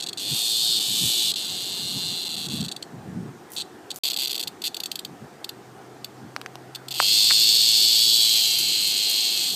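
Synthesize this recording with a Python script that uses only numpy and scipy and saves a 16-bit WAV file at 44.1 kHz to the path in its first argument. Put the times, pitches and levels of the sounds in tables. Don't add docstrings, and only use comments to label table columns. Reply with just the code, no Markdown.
import sys
import numpy as np
from scipy import signal
from scipy.io import wavfile
from scipy.ndimage import uniform_filter1d

SR = 44100
rng = np.random.default_rng(int(sys.argv[2]) if len(sys.argv) > 2 else 0)


def master(y):
    cut = np.clip(np.atleast_2d(y).T, -1, 1)
    pcm = np.round(cut * 32767)
    wavfile.write(sys.argv[1], SR, pcm.astype(np.int16))


def voltage_ratio(decibels):
    exponent = np.asarray(decibels, float) / 20
    return 10 ** exponent


N = 421155

# freq_hz, level_db
GUST_SPECTRUM = [(40, -48), (82, -22), (130, 6.5), (220, 5), (330, -7.5), (500, -18.5), (900, -37)]
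# freq_hz, density_db_per_hz
WASH_SPECTRUM = [(24, -54.5), (40, -49), (121, -13.5), (256, -9.5), (354, -3.5), (600, -16), (733, -7.5),
                 (965, -15.5), (1630, -18), (1810, -19), (2050, -23.5), (2570, -27), (8770, -32.5),
                 (14800, -55), (16000, -62.5)]
# time_s, level_db
BREEZE = [(0, -50.5), (3.3, -54), (3.45, -59), (9.55, -60)]
# peak_s, peak_db, fall_db_per_s
PUFFS = [(.33, -24, 600), (.74, -43, 150), (.93, -34, 300), (1.05, -23, 402), (1.3, -46, 200),
         (1.51, -45.5, 150), (1.67, -48, 200), (1.86, -34.5, 150), (1.97, -26.5, 398), (2.1, -33, 300),
         (2.34, -38, 200), (2.53, -30, 150), (2.58, -32, 200), (2.625, -30, 300), (2.95, -35, 300),
         (3.08, -28.5, 320), (3.19, -25.5, 202), (3.3, -39, 300), (3.54, -46, 300), (4.52, -53, 200),
         (5.13, -43, 150), (5.24, -35, 350), (6.25, -37.5, 200), (8.62, -47, 100), (8.88, -50, 100),
         (9.53, -42, 120)]
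# time_s, pitch_hz, level_db
DRONE = [(5.3, 124, -57.5), (6.86, 130, -51), (8.62, 138.1, -55), (9.2, 140.3, -58)]
# start_s, end_s
GAP_S = (3.9875, 4.0345)
# start_s, peak_db, centre_hz
RUSTLES = [(3.504, -39, 9670), (3.5189, -28, 10800), (3.535, -28, 10600), (3.553, -34, 7930),
           (3.7394, -55, 7420), (3.9439, -34, 8690), (3.9606, -25, 9350), (3.972, -36, 11400),
           (8.5889, -13, 7760), (8.8767, -17, 7420), (9.098, -15, 8120)]
# start_s, peak_db, pitch_hz, treble_db
KNOCKS = [(6.363, -11.5, 1360, -8.5), (6.414, -20.5, 1210, -2), (6.461, -15.5, 1790, -8.5),
          (6.555, -23, 740, -6), (6.861, -48, 1176, 0), (7.001, 1, 1120, -16), (7.026, -20.5, 705, 1),
          (7.304, -10, 2360, -11), (7.3095, -6, 1830, -14), (7.318, -11, 2480, -3)]
# time_s, effort_db, rasp_db
SCREAMS = [
    [(.198, -34.5, 2), (.268, -30.5, -2.5), (.342, -29.5, 4.5), (.744, -23.5, -3.5), (.826, -28, 0),
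     (1.07, -26.5, 4), (1.12, -25, 0.5), (1.296, -25, -0.5), (1.313, -29, -5)],
    [(1.358, -27.5, -1.5), (1.436, -31.5, 0), (1.956, -32, 1), (2.03, -31, -0.5), (2.554, -34, 1.5),
     (2.6, -36, -1)],
    [(6.985, -28, 4), (7.03, -21, 1), (7.13, -17.5, -1), (8.14, -18, 0), (8.4, -19.5, 0.5), (8.6, -23, 1),
     (9.22, -22.5, -1), (9.49, -24.5, 1), (9.55, -29, 4)],
]
# time_s, pulls_hz, unsteady_ms, rib_gap_ms
RHYTHMS = [
    [(.198, 92, .4, 1.6), (.3, 108, .2, 1.6), (.53, 114, .12, 1.65), (.74, 115, .12, 1.65),
     (.8, 100, .6, 1.7), (.88, 106, .3, 1.7), (1, 115, .15, 1.74), (1.313, 115, .15, 1.74)],
    [(1.358, 92, .35, 1.45), (2, 91, .3, 1.45), (2.25, 84, .35, 1.5), (2.6, 73, .4, 1.55)],
    [(6.985, 100, .3, 1.95), (7.08, 106, .08, 1.92), (7.44, 110, .05, 1.83), (7.9, 112.5, .05, 1.78),
     (8.3, 113, .1, 1.77), (8.45, 110, .2, 2.27), (9, 104, .3, 2.35), (9.3, 109, .25, 2.28),
     (9.55, 95, .4, 2.4)],
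]
# low_db, overtone_db, snap_db, max_second_drum_loss_db_per_rib
VOICES = [(-0.5, -3.5, -8, 5), (-2, -5, -11, 0), (-6, -5, -13, 9)]
RASP_SHARE = (0.39, 0.76, 1.0)
SKIPPED_S = [.795, 2.247, 2.286, 2.362, 2.478, 2.495]
# first_pull_s, last_pull_s, pulls_count, level_db
BURSTS = [(.0005, .0073, 2, -27.5), (.0232, .0379, 3, -26), (.0634, .0693, 2, -27),
          (.0861, .0917, 2, -26.5), (.1733, .1941, 4, -27), (2.6051, 2.6118, 2, -29),
          (2.6385, 2.6602, 4, -29.5), (2.6825, 2.688, 2, -29), (2.7142, 2.7198, 2, -27),
          (3.5635, 3.618, 9, -26), (3.9042, 3.9125, 2, -25.5), (4.0354, 4.0837, 8, -22),
          (4.0994, 4.115, 3, -23), (4.1317, 4.1403, 2, -22.5), (4.1627, 4.1707, 2, -22),
          (4.1866, 4.2558, 10, -22.5), (4.2714, 4.278, 2, -23.5), (4.2938, 4.314, 4, -24),
          (4.3441, 4.3603, 3, -23), (4.3947, 4.41, 3, -24), (4.4268, 4.4339, 2, -25),
          (4.4728, 4.4772, 2, -25.5), (4.6389, 4.6758, 7, -23), (6.7485, 6.7565, 2, -28.5),
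          (6.9072, 6.9227, 4, -27), (6.9401, 6.9785, 7, -26.5)]
# start_s, level_db
LONE = [(.1297, -26), (1.3156, -20), (1.338, -23), (2.6258, -29), (2.7632, -29), (2.8251, -26),
        (4.3288, -23), (4.3778, -24), (4.6184, -27), (4.7443, -25), (4.7668, -25), (4.8017, -25),
        (4.8351, -23), (4.8576, -23), (4.915, -22), (4.9558, -23), (4.9908, -26), (5.0487, -26),
        (5.4434, -25), (5.4916, -26), (6.0444, -26), (6.8833, -30)]
# low_db, overtone_db, snap_db
STUTTER_COLOUR_DB = (-3, -3.5, -8)
# pitch_ratio, level_db
RIBS = [(.985, -1), (1.0, 0), (1.015, -1.5)]
# time_s, low_hz, main_hz, slack_0_to_1
BELLY = [(0, 3380, 4030, 0.66), (.72, 3600, 4470, 0.27), (1.04, 3550, 4180, 0.058),
         (1.33, 3480, 4170, 0.11), (1.9, 3570, 4040, .9), (2.6, 3370, 3980, 1), (4, 3500, 4040, .8),
         (4.04, 3440, 4250, 0.84), (6.9, 3490, 4280, 0.47), (7, 3100, 4390, .4), (7.2, 3530, 4385, 0.029),
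         (8, 3403, 4430, 0), (8.3, 3220, 4230, 0), (8.6, 3100, 4230, 0.58), (9, 3160, 4210, 0),
         (9.55, 3283, 4260, .2)]
# pitch_ratio, width_ratio, level_db
RINGS = [
    (1.0, 1.0, 0),
    (1.0, 1.1, -9),
    (1.0, 1.0, 1.5),
    (.83, 1.6, -5.5),
]
# effort_db, main_width_hz
WIDTHS = [(-27.5, 340), (-22, 290), (-12.5, 160)]
# centre_hz, width_hz, level_db
UPPER = [
    [(8150, 480, 4), (6830, 950, 2.5), (5210, 620, 1), (9150, 940, -4.5)],
    [(10750, 2500, 4), (13940, 2900, 0)],
]
# centre_hz, width_hz
NOTCHES = [(5120, 420), (9220, 650)]


def evened(x):
    return x / np.sqrt(np.mean(x ** 2) + 1e-20)


def curve(rows, t):
    s, *columns = np.transpose(rows)
    return [np.interp(t, s, c) for c in columns]


def noise(spectrum, patchy_db):
    frames, hz = N // 256 + 5, np.fft.rfftfreq(1024, 1 / SR)
    real, imag, patches = rng.standard_normal((frames, 513, 3)).T
    patches = evened(uniform_filter1d(uniform_filter1d(patches, size=8, axis=0), size=10, axis=1))
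    f, db = np.transpose(spectrum)
    colour_db = np.interp(np.log(hz + 1), np.log(f), db)[:, None]
    bins = (real + 1j * imag) * voltage_ratio(colour_db + patchy_db * patches)
    return evened(signal.istft(bins, nperseg=1024, noverlap=768)[1][:N])


def band(x, lo_hz, hi_hz):
    return signal.sosfilt(signal.butter(2, [lo_hz, hi_hz], "bandpass", fs=SR, output="sos"), x)


def highpass(x, order, hz):
    return signal.sosfilt(signal.butter(order, hz, "highpass", fs=SR, output="sos"), x)


def ring(hz, width_hz, size=400):
    t = np.arange(size) / SR
    x = np.exp(-np.pi * width_hz * t) * np.sin(2 * np.pi * hz * t)
    return x / np.linalg.norm(x)


def add(mix, s, sound):
    part = mix[round(s * SR):][:len(sound)]
    part += sound[:len(part)]


def gust_strength():
    t = np.arange(N) / SR
    slow = t[::64]
    puffs = sum(voltage_ratio(db - fall * abs(slow - s)) for s, db, fall in PUFFS)
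    return np.interp(t, slow, voltage_ratio(curve(BREEZE, slow)[0]) + puffs)


def town_wash(gusts):
    wash = noise(WASH_SPECTRUM, patchy_db=1.4)
    level = voltage_ratio(-49.5) + voltage_ratio(-35) * uniform_filter1d(gusts, size=8000)
    return wash * level / np.std(band(wash, 480, 1750))


def wind(gusts):
    lumps = evened(uniform_filter1d(uniform_filter1d(rng.standard_normal(N), size=700), size=700))
    rumble = band(noise(GUST_SPECTRUM, patchy_db=2.2), 93, 850)
    return voltage_ratio(-5.0) * gusts * evened(rumble * voltage_ratio(1.2 * lumps))


def engine_drone():
    t = np.arange(N) / SR
    hz, db = curve(DRONE, t)
    fade = np.clip(np.minimum(t - DRONE[0][0], DRONE[-1][0] - t) / .3, 0, 1)
    return np.sqrt(2) * voltage_ratio(db) * fade * np.sin(2 * np.pi * np.cumsum(hz) / SR)


def background():
    gusts = gust_strength()
    mic_hiss = voltage_ratio(-62.5) * band(rng.standard_normal(N), 11000, 15000)
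    return town_wash(gusts) + wind(gusts) + mic_hiss + engine_drone()


def rustles():
    out, t = np.zeros(N), np.arange(2500) / SR
    for s, db, hz in RUSTLES:
        lumps = uniform_filter1d(rng.standard_normal(len(t)), size=30)
        crackle = rng.standard_normal(len(t)) * voltage_ratio(1.33 * lumps * 1.7)
        shape = voltage_ratio(-60 * t / 0.0038) + voltage_ratio(-14.5 - 60 * t / 0.2)
        add(out, s, voltage_ratio(db) * shape * (band(crackle, 0.6 * hz, 1.9 * hz) + .5 * band(crackle, 3500, 15000)))
    return out


def knocks():
    out, t = np.zeros(N), np.arange(400) / SR
    for s, db, hz, treble_db in KNOCKS:
        blow = -np.sin(2 * np.pi * hz * t - .9) * (t * hz * 2.1) * np.exp(1 - t * hz * 3.03)
        tick = band(rng.standard_normal(len(t)), 2300, 5200)
        tick = tick + 0.15 * band(rng.standard_normal(len(t)), 11300, 13200)
        tick *= voltage_ratio(-60 * t / 0.0027) + voltage_ratio(-23 - 60 * t / 0.033)
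        add(out, s + 0.00043, voltage_ratio(db + 2.5) * (blow + voltage_ratio(treble_db + 12) * tick))
    return highpass(out, 2, 700)


def foliage(x):
    t, out = np.arange(6000) / SR, np.zeros(N)
    for k in range(3):
        tail = rng.standard_normal(len(t)) * (rng.random(len(t)) < .1) * (t > .0012)
        tail *= voltage_ratio(-60 * t / .05) + voltage_ratio(-21 - 60 * t / .35)
        turn = np.cos(np.pi * (np.arange(N) / SR * .9 + k / 3)) * np.sqrt(2 / 3)
        out += signal.oaconvolve(x * turn, tail / np.linalg.norm(tail))[:N]
    return out


def stutter_pulls():
    slip_ms, spread_db = .6, .8
    rows = [LONE]
    for first, last, count, db in BURSTS:
        slip, spread = rng.standard_normal((count, 2)).T
        inner = np.isin(np.arange(count), (0, count - 1), invert=True)
        s = np.linspace(first, last, count) + inner * slip * slip_ms / 1000
        rows.append(np.c_[s, db + spread_db * spread])
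    s, db = np.vstack(rows).T
    low_db, over_db, snap_db = STUTTER_COLOUR_DB
    far_snap_db = snap_db - 5 * (s < GAP_S[0])
    same = np.ones(len(s))
    return np.c_[s, db - 6.5, low_db * same, over_db * same, far_snap_db, 1.55 * same, -1.7 * same]


def scream_pulls(levels, rhythm, voice):
    t = np.arange(levels[0][0], levels[-1][0], 1 / SR)
    turns = np.cumsum(curve(rhythm, t)[0]) / SR
    s = t[np.flatnonzero(np.diff(turns // 1, prepend=-1))]
    rate_hz, unsteady_ms, gap_ms = curve(rhythm, s)
    loss_db = voice[-1] * np.clip(1 - unsteady_ms / .6, 0, 1)
    lag_turns = .5 + .013 * loss_db
    effort_db, rasp_db = curve(levels, s)
    colour_db = [db + share * rasp_db for db, share in zip(voice, RASP_SHARE)]
    slip_s = unsteady_ms / 1000 * rng.standard_normal((len(s), 2)).T
    left = [s + slip_s[0], effort_db + 0.5, *colour_db, gap_ms, 0 * s]
    right = [s + lag_turns / rate_hz + slip_s[1], effort_db - 0.5, *colour_db, gap_ms, loss_db]
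    rows = np.r_[np.transpose(left), np.transpose(right)]
    return rows[abs(rows[:, :1] + .002 - SKIPPED_S).min(axis=1) > .0036]


def rib_clicks(pulls):
    s, db, low_db, over_db, snap_db, gap_ms, loss_db = pulls.T
    low_hz, main_hz, slack = curve(BELLY, s)
    side_hz = main_hz * (1.18 + (1.12 - 1.18) * slack)
    main_width_hz = curve(WIDTHS, db)[0]
    modes_hz = (main_hz, side_hz, low_hz, low_hz)
    lift_db = (0, 8 * slack, low_db, low_db + 24 * np.log10(main_width_hz / 300))
    belly, upper, t = np.zeros(N + 300), np.zeros((2, N)), np.arange(300) / SR
    fold = (1 - np.exp(-t / .00008)) * np.clip((.003 - t) / .0016, 0, 1)
    for k, (pitch, rib_db) in enumerate(RIBS):
        chance = rng.standard_normal((len(s), 9)).T
        at_s = s + (k * gap_ms + .04 * chance[0]) / 1000
        at = np.clip(at_s * SR, 0, N - 1).astype(int)
        click_db = db + rib_db - k * loss_db + .9 * chance[1]
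        spots = (at[:, None] + np.arange(300)).ravel()
        for j, (factor, wider, mode_db) in enumerate(RINGS):
            hz = modes_hz[j] * factor * pitch * (1 + .008 * chance[2])
            carried_s = (j == 2) * k * gap_ms / 1000
            width_hz = wider * main_width_hz
            size = voltage_ratio(click_db + mode_db + lift_db[j] + 1.1 * chance[3 + j])
            size = (1, -1, -1, 1)[j] * size * np.sqrt(4 * np.pi * width_hz / SR)
            decay = np.exp(-np.pi * np.outer(width_hz, t)) * fold
            swing = np.sin(2 * np.pi * hz[:, None] * (t + carried_s[:, None]))
            belly += np.bincount(spots, (size[:, None] * decay * swing).ravel(), N + 300)
        for j, group_db in enumerate((over_db, snap_db)):
            upper[j] += np.bincount(at, voltage_ratio(click_db + group_db + 1.9 * chance[7 + j]), N)
    return belly[:N], upper


def upper_hiss(clicks, modes):
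    puff = voltage_ratio(-60 * np.arange(300) / SR / .009)
    hiss = signal.oaconvolve(clicks, puff / np.linalg.norm(puff))[:N] * rng.standard_normal(N)
    body = sum(voltage_ratio(db) * ring(hz, w) * (-1) ** j for j, (hz, w, db) in enumerate(modes))
    return signal.oaconvolve(0.38 * (clicks + 1.474 * hiss), body / np.linalg.norm(body))[:N]


def bark_notches(x):
    t = np.arange(N) / SR
    depth = np.clip(curve(BELLY, t)[-1] * .8 + .2, 0, 1)
    for (hz, width_hz), share in zip(NOTCHES, (depth, 0.12 + 0.93 * (t > GAP_S[0]))):
        x = x + share * (signal.lfilter(*signal.iirnotch(hz, hz / width_hz, SR), x) - x)
    return x


def cicada():
    screams = [scream_pulls(*one) for one in zip(SCREAMS, RHYTHMS, VOICES)]
    out, upper = rib_clicks(np.vstack([stutter_pulls()] + screams))
    for clicks, modes in zip(upper, UPPER):
        out = out + upper_hiss(clicks, modes)
    out = bark_notches(out)
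    far, near = highpass(out, 4, 2950), highpass(out, 4, 2550)
    near = near + 0.64 * band(near, 11550, 15600)
    return voltage_ratio(19.5) * np.where(np.arange(N) / SR < GAP_S[0], far, near)


def scene():
    song = cicada()
    return (song + voltage_ratio(-10.5) * foliage(song) + knocks() + rustles() + background())[None]


def low_pass(x):
    return signal.sosfilt(signal.butter(12, 16170, fs=SR, output="sos"), x)


def record(dry):
    t = np.arange(N) / SR
    cut = dry * ((t < GAP_S[0]) | (t > GAP_S[1]))
    edge = signal.firwin(255, 15450, window=("kaiser", 8), fs=SR)
    return low_pass(signal.oaconvolve(cut, edge[None], "same"))


dry = scene()
out = record(dry)
master(out)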